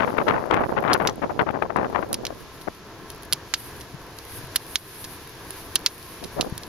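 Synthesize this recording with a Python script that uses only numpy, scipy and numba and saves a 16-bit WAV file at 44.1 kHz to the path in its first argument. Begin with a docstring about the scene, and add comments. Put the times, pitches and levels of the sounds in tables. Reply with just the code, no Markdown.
"""Two roller skiers double-pole with a kick along a damp asphalt road, a microphone moving beside them.
Carbide pole tips clack on the road and ring their carbon shafts; skis and bindings click lightly.
The wheels hiss and crunch grit over a steady rolling drone, with a few dull thumps later on.
Gusts buffet the left microphone port and then the right; a limiter ducks after the hardest pole plants."""
import sys
import numpy as np
from scipy import signal
from scipy.fft import rfft, irfft, next_fast_len
from scipy.io import wavfile
from scipy.ndimage import uniform_filter1d, minimum_filter1d
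from numba import njit

SR = 44100
rng = np.random.default_rng(int(sys.argv[2]) if len(sys.argv) > 2 else 0)


def digitize_waveform(pressure):
    """Quantize a signal to 16-bit integers and store it at the path in sys.argv[1].

    Rows of a 2-D input are taken as channels; values are limited to [-1, 1].
    """
    field = np.atleast_2d(pressure).T
    bounded = np.clip(field, -1, 1)
    quanta = np.round(bounded * 32767).astype(np.int16)
    wavfile.write(sys.argv[1], SR, quanta)


N = 294588
TIME = np.arange(N) / SR
HISS_REF_DB = -51.5  # tread and grit follow the hiss up and down from here
# the wheels' wet hiss between strokes: t/s, level/dB
WET_HISS = [(0, -59.5), (1.6, -68), (2.4, -60.5), (2.75, -58), (3.15, -59.5), (3.6, -54.5), (4.1, -56),
            (4.4, -48), (5.0, -47.5), (5.55, -51), (6.35, -49.5), (6.68, -54.5)]


def undb(db):
    """Decibels to gain."""
    return 10 ** (np.asarray(db) / 20)


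def unit(x):
    """Scale to rms 1."""
    return x / np.sqrt(np.mean(x ** 2))


def curve(rows):
    """Breakpoints joined by straight lines in time."""
    return np.interp(TIME, *np.transpose(rows))


def colour(x, points, size=4096):
    """Minimum-phase EQ with unit power gain, drawn through points of f/Hz, level/dB."""
    hz, db = np.transpose(points)
    bin_hz = np.arange(size // 2 + 1) * SR / size
    gain = unit(undb(np.interp(np.log(bin_hz + 1), np.log(hz), db)))
    cepstrum = irfft(np.log(gain))
    cepstrum[1:size // 2] *= 2
    cepstrum[size // 2 + 1:] = 0
    response = irfft(np.exp(rfft(cepstrum)))
    return signal.fftconvolve(x, response[None], axes=-1)[:, :x.shape[-1]]


def walk(rate):
    """Random drift at rms 1: levels held 1 / rate s and slewed twice."""
    hold = max(int(SR / rate), 1)
    steps = rng.standard_normal(N // 64)[np.arange(N) // max(hold, 64) % (N // 64)]
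    return unit(uniform_filter1d(uniform_filter1d(steps, hold), hold))


def stereo_noise(likeness, size=N):
    """White noise on two channels with the given correlation."""
    mid, side = rng.standard_normal((2, size))
    return np.sqrt((1 + likeness) / 2) * mid + np.sqrt((1 - likeness) / 2) * np.array([side, -side])


@njit
def lowpass(x, hz, damping):
    """State-variable low-pass whose corner moves every sample."""
    y, band_state, low_state = np.empty(len(x)), 0., 0.
    for i in range(len(x)):
        g = np.tan(np.pi * hz[i] / SR)
        band = (band_state + g * (x[i] - low_state)) / (1 + g * (g + damping))
        y[i] = low_state + g * band
        band_state, low_state = 2 * band - band_state, 2 * y[i] - low_state
    return y


def from_right(x, lag_samples=1.7):
    """Sound from the road reaches the right port just before the left."""
    size = next_fast_len(N + 64)
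    delay = np.exp(-2j * np.pi * np.fft.rfftfreq(size) * lag_samples)
    return np.array([irfft(rfft(x[0], size) * delay, size)[:N], x[1]])


def swell(after_s, half_s, db, stride_s=1.211, plant_s=0.9):
    """A smooth rise in dB on every stride, timed from about the leader's pole plant."""
    away = (TIME - plant_s - after_s + stride_s / 2) % stride_s - stride_s / 2
    return db * np.exp(-(away / half_s) ** 2)


def wheels(tread_db=-47.5, tread_follows=0.45):
    """Rubber rumbles on coarse asphalt, peels off its damp film and crushes grit, more on push and kick."""
    # tyre tread on asphalt: f/Hz, level/dB
    tread_eq = [(500, -5.5), (1300, 0), (2300, 3), (3000, 1), (4800, 0.5), (6500, -3), (9000, -17),
                (12000, -15), (16000, -53)]
    # sizzle of the water film: f/Hz, level/dB
    hiss_eq = [(4000, -19), (7000, -11), (9500, 5.5), (11000, 9.5), (13000, 3), (15300, -5), (16300, -29)]
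    snaps = grit()
    push = swell(after_s=0.36, half_s=0.24, db=4.8)
    kick = swell(after_s=-0.2, half_s=0.077, db=5.4)
    hiss_db = curve(WET_HISS) + push + kick
    load_db = tread_follows * (hiss_db - HISS_REF_DB)
    tread = stereo_noise(0.2) * undb(tread_db + load_db + 0.43 * walk(24.89))
    hiss = stereo_noise(0.028) * undb(hiss_db + 2.8 * walk(28))
    return colour(tread + snaps / 2, tread_eq) + from_right(colour(hiss + snaps, hiss_eq))


def grit(base_per_s=14, grain_db=-42, follows=.4, decay_s=.0015):
    """Stray grains snap under the wheels in loose clusters, most around the kick, louder with the hiss."""
    density = undb(6 * np.tanh(walk(7)) + swell(after_s=-.2, half_s=.15, db=6))
    hits = rng.random(N) < base_per_s / SR * density
    level_db = grain_db + follows * (curve(WET_HISS) - HISS_REF_DB)
    strength = undb(level_db + 3.0 * np.minimum(rng.exponential(size=N), 3))
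    envelope = signal.lfilter([1], [1, -np.exp(-1 / (decay_s * SR))], hits * strength)
    return stereo_noise(0.08) * envelope


def drone(gain_db=-1, pan_db=0.57):
    """A low, nearly mono bed of rolling noise that swells just before the leader's plants."""
    # broad resonances of the rolling: f/Hz, level/dB
    drone_eq = [(25, -4.5), (50, 1.5), (130, 2), (215, -5.5), (330, 0), (450, -1), (570, -9), (690, -5),
                (790, -10), (990, -3.5), (1400, -13.5), (1660, -7), (2100, -21.5), (4000, -38.5)]
    # fader ride of the travel along the road: t/s, level/dB
    travel = [(0, -48.5), (2.4, -44.5), (3.7, -41.5), (4.3, -42.5), (5.1, -41), (6.68, -41.5)]
    level_db = gain_db + curve(travel) + swell(after_s=-0.067, half_s=0.21, db=2.5)
    sound = colour(stereo_noise(0.95), drone_eq) * undb(level_db + 1.35 * walk(10))
    return sound * undb([[pan_db], [-pan_db]])


def hum(waver=.005, flutter_db=3):
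    """A few faint tones waver in the drone."""
    # steady partials of the drone: f/Hz, level/dB
    partials = [(328.4, -58.5), (1055, -59), (1340, -58.5)]
    out = np.zeros(N)
    for hz, db in partials:
        level = undb(db + flutter_db * walk(6.5))
        pitch_hz = hz * (1 + waver * walk(8))
        out += level * np.sin(2 * np.pi * np.cumsum(pitch_hz) / SR)
    return out


def gust_power(lee, attack_s=0.0034, release_s=0.002, sag_db=5.5, crossing_s=.018):
    """Gusts hit, sag and drop away; from windward (lee 0) to sheltered (1) they come later, most weaker."""
    # gusts: t/s, length/s, windward level/dB, sheltered side relative to it/dB
    gust_cues = [(0, 0.055, -19, -7), (0.074, 0.033, -20.5, -5.5), (0.168, 0.0095, -15, -2),
                 (0.182, 0.045, -18.5, -7), (0.268, 0.12, -19.5, -2.5), (0.283, 0.0085, -8.5, -14),
                 (0.503, 0.15, -18.5, -2), (0.689, 0.039, -25.5, 3.5), (0.764, 0.038, -15.5, -5.5),
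                 (0.825, 0.049, -18.5, -10), (0.879, 0.09, -17, -7), (0.998, 0.11, -20.5, -9),
                 (1.221, .03, -18.5, -3), (1.295, 0.019, -20, -5), (1.392, 0.039, -17, -5),
                 (1.464, 0.05, -21.5, -15), (1.534, 0.044, -24, -12), (1.622, 0.018, -15.5, -10.5),
                 (1.699, 0.017, -22, -19), (1.759, .11, -20.5, -6.5), (1.94, 0.064, -20.5, -26),
                 (2.023, 0.017, -21.5, -22), (2.303, 0.012, -24, -27), (2.673, .014, -20, -14),
                 (6.223, 0.021, -30.5, 1.5), (6.365, 0.049, -25.5, 3.5), (6.441, 0.042, -29.5, -1)]
    power = np.zeros(N)
    for s, length, db, lee_db in gust_cues:
        age = TIME - s - lee * crossing_s
        near = (age > -.05) & (age < length + .1)
        age = age[near]
        gate = (1 + np.tanh(age / attack_s)) * (1 - np.tanh((age - length) / release_s)) / 4
        power[near] += (gate * undb(db + lee * lee_db - sag_db * np.clip(age / length, 0, 1))) ** 2
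    return power


def buffet(lee, base_hz, low_cut_hz, gain_db, ref_db=-20, brighten=0.34, suction=0.27, damping=1.147):
    """Turbulence at one port: stronger eddies are brighter, their pressure dips sharper than the crests."""
    # breeze stirring at the ports between gusts: t/s, level/dB
    breeze_bed = [(0, -33), (.9, -34), (1.2, -39), (1.5, -37.5), (2.23, -36), (2.55, -54.5), (5.9, -68),
                  (6.4, -45.5), (6.68, -51)]
    breeze_db = curve(breeze_bed)
    power = undb(breeze_db + 6 * np.tanh(walk(45))) ** 2 + gust_power(lee)
    force = np.sqrt(power) * undb(3 * walk(380))  # fast flutter
    # eddies are carried past more slowly, and so sound duller, when the breeze drops
    carried = undb(0.11 * (breeze_db + 32.5))
    corner_hz = np.clip(base_hz * carried * (force / undb(ref_db)) ** brighten, 150, 5000)
    swirl = lowpass(lowpass(rng.standard_normal(N), corner_hz, damping), corner_hz, damping)
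    swirl /= np.sqrt(uniform_filter1d(swirl ** 2, size=600))
    pressure = force * (swirl - suction * (swirl ** 2 - 1))
    low_cut = signal.butter(1, low_cut_hz, "high", fs=SR, output="sos")
    return undb(gain_db) * signal.sosfilt(low_cut, pressure)


def contacts(lift_after_s=.484, lift_gap_s=0.0048, lift_over_hiss_db=14.5, lift_tick_db=-1):
    """Cue list of light clicks, pole plants and lift-offs: t/s, clack/dB, tick over clack/dB."""
    # light clicks of skis and bindings: t/s, clack/dB, tick over clack/dB
    binding_clicks = [(0.2846, -36.5, -34), (1.766, -43, 1.5), (3.1023, -37.5, 2), (3.2325, -43, 4.5),
                      (4.1872, -36, -2), (5.5064, -40, 9.5), (6.5787, -37.5, 10.5), (6.634, -35, -17)]
    # double-pole plants: t/s, clack/dB, tick over clack/dB, second tip's lag/s,
    # its clack over the first/dB, its tick over its clack/dB, skier (0 leader, 1 follower)
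    pole_plants = [(0.9326, -17.5, -14, .0063, -10, 7, 0), (1.0735, -14.5, -18, .022, -18, -15, 1),
                   (2.1296, -28, 7.5, .0132, 4.5, 0.5, 0), (2.2522, -24, -15, .015, -3, -11, 1),
                   (3.3257, -17, -2.5, .0066, -2.5, 4, 0), (3.5388, -13, -36, 0.0036, -9, -29, 1),
                   (4.5588, -20, 0, .0026, 5, 4.5, 0), (4.757, -6, -8, .003, -31, -8, 1),
                   (5.7558, -19.5, 10, .0026, 4.5, -23, 0), (5.862, -3, -27, .004, -24, -12, 1),
                   (6.4101, -16, -15, .007, -12, -10, 1)]
    rows = list(binding_clicks)
    for s, db, tick_db, gap, second_db, second_tick_db, skier in pole_plants:
        rows += [(s, db, tick_db), (s + gap, db + second_db, second_tick_db)]
        if skier == 0:  # the leader's tips scuff the road in turn as they lift after the push
            lift = s + lift_after_s
            lift_db = np.interp(lift, *np.transpose(WET_HISS)) + lift_over_hiss_db
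            rows += [(lift, lift_db, lift_tick_db), (lift + lift_gap_s, lift_db, lift_tick_db)]
    return rows


def strikes(levels_db, eq, contact_s, ring_db, ring_t60, tail_db, tail_t60, bounce_s=0.00271):
    """Each contact is a hard crack, a softer bounce, then a short noisy ring and a faint tail."""
    out, size = np.zeros((2, N + SR)), SR // 5
    t = np.arange(size) / SR
    contact = np.exp(-(t / contact_s - 1) ** 2)
    ring = undb(ring_db - 60 * t / ring_t60) + undb(tail_db - 60 * t / tail_t60)
    for (s, *_), db in zip(contacts(), levels_db):
        bounce = undb(-14) * np.exp(-((t - bounce_s * rng.uniform(0.99, 1.31)) / contact_s) ** 2)
        grain = stereo_noise(0.73, size)
        crack = colour(grain * contact, eq)
        # the energy of the contact is set by the blow, whatever stones it meets
        crack *= np.sqrt(np.sum(contact ** 2) / np.sum(crack ** 2, axis=1, keepdims=True))
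        start = int(s * SR)
        out[:, start:start + size] += undb(db) * (crack + colour(grain * (bounce + ring), eq))
    return from_right(out[:, :N])


def shaft_ring(ring_db=-15, ring_t60=0.0091):
    """Every blow rings the shaft's modes, whose pitch and balance vary from hit to hit."""
    # bending modes of the carbon shaft: f/Hz, level/dB
    shaft_modes = [(3250, 15.5), (3790, 5), (4400, -6), (5600, -2.5)]
    out, size = np.zeros((2, N + SR)), SR // 6
    t = np.arange(size) / SR
    hz, mode_db = np.transpose(shaft_modes)[:, :, None]
    for s, db, _ in contacts():
        share, detune = rng.standard_normal((2, len(shaft_modes), 1))
        modes = undb(mode_db + 3 * share) * np.sin(2 * np.pi * hz * (1 + .045 * detune) * t)
        start = int(s * SR)
        out[:, start:start + size] += undb(db + ring_db - 60 * t / ring_t60) * modes.sum(axis=0)
    return from_right(out[:, :N])


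def poles(clack_db=5.5, tick_db=8, pan_db=1.5):
    """The shaft gives a hollow clack and a short ring, the carbide point a bright tick."""
    # hollow body of the shaft: f/Hz, level/dB
    clack_eq = [(150, -34), (700, -19.5), (1400, -4.5), (2400, -1.5), (3300, 2.5), (4200, 6.5), (6000, 3.5),
                (7500, -5), (10000, -10), (16000, -17)]
    # bright edge of carbide on stone: f/Hz, level/dB
    tick_eq = [(3000, -60), (7000, -11), (9800, 3.5), (11500, 1.5), (13500, -8.5), (16000, -21)]
    _, blow_db, bright_db = np.transpose(contacts())
    clack = strikes(blow_db + clack_db, clack_eq, contact_s=0.0002,
                    ring_db=-6.0, ring_t60=0.026, tail_db=-28.5, tail_t60=0.11)
    tick = strikes(blow_db + bright_db + tick_db, tick_eq, contact_s=0.00024,
                   ring_db=-7.5, ring_t60=0.016, tail_db=-51, tail_t60=0.072)
    return (clack + tick + shaft_ring()) * undb([[-pan_db], [pan_db]])


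def thumps(right_db=-10):
    """Dull low thumps, mostly on the left: slow pressure dips of a few cycles at most."""
    # pressure dips: t/s, f/Hz, half-length/s, peak level/dB
    thump_cues = [(3.947, 149, 0.0061, -26), (4.39, 110, 0.015, -34), (4.444, 105, 0.0031, -25),
                  (6.526, 144, 0.0033, -16)]
    wave = np.zeros(N)
    for s, hz, half_s, db in thump_cues:
        age = TIME - s
        wave -= undb(db) * np.exp(-(age / half_s) ** 2) * np.cos(2 * np.pi * hz * age)
    return wave * undb([[0], [right_db]])


def scene():
    """Poles and wheels over the drone, with the left port facing into the wind."""
    wind = np.array([buffet(lee=0, base_hz=1311, low_cut_hz=203, gain_db=2.6),
                     buffet(lee=0.92, base_hz=954, low_cut_hz=96, gain_db=0.2)])
    return poles() + wheels() + drone() + wind + thumps() + hum()


@njit
def limiter_cut(peak, ceiling, release):
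    """Gain reduction in nepers: jumps up with each overload and relaxes slowly."""
    cut, held = np.zeros(len(peak)), 0.
    for i in range(len(peak)):
        held = max(held * release, np.log(max(peak[i] / ceiling, 1.)))
        cut[i] = held
    return cut


def record(dry, notch_hz=8230, notch_width_hz=1500, ceiling_db=2, release_s=0.18, top_hz=15800):
    """The ports cancel one treble band; a limiter holds the peaks, the rest clips; the top is cut."""
    sound = signal.lfilter(*signal.iirnotch(notch_hz, notch_hz / notch_width_hz, fs=SR), dry)
    cut = limiter_cut(np.abs(sound).max(axis=0), float(undb(ceiling_db)), np.exp(-1 / (release_s * SR)))
    gain = uniform_filter1d(minimum_filter1d(np.exp(-cut), size=33), size=33)  # look-ahead
    high_cut = signal.ellip(8, .2, 70, top_hz, fs=SR, output="sos")
    return signal.sosfilt(high_cut, np.clip(sound * gain, -.95, .95))


dry = scene()
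out = record(dry)
digitize_waveform(out)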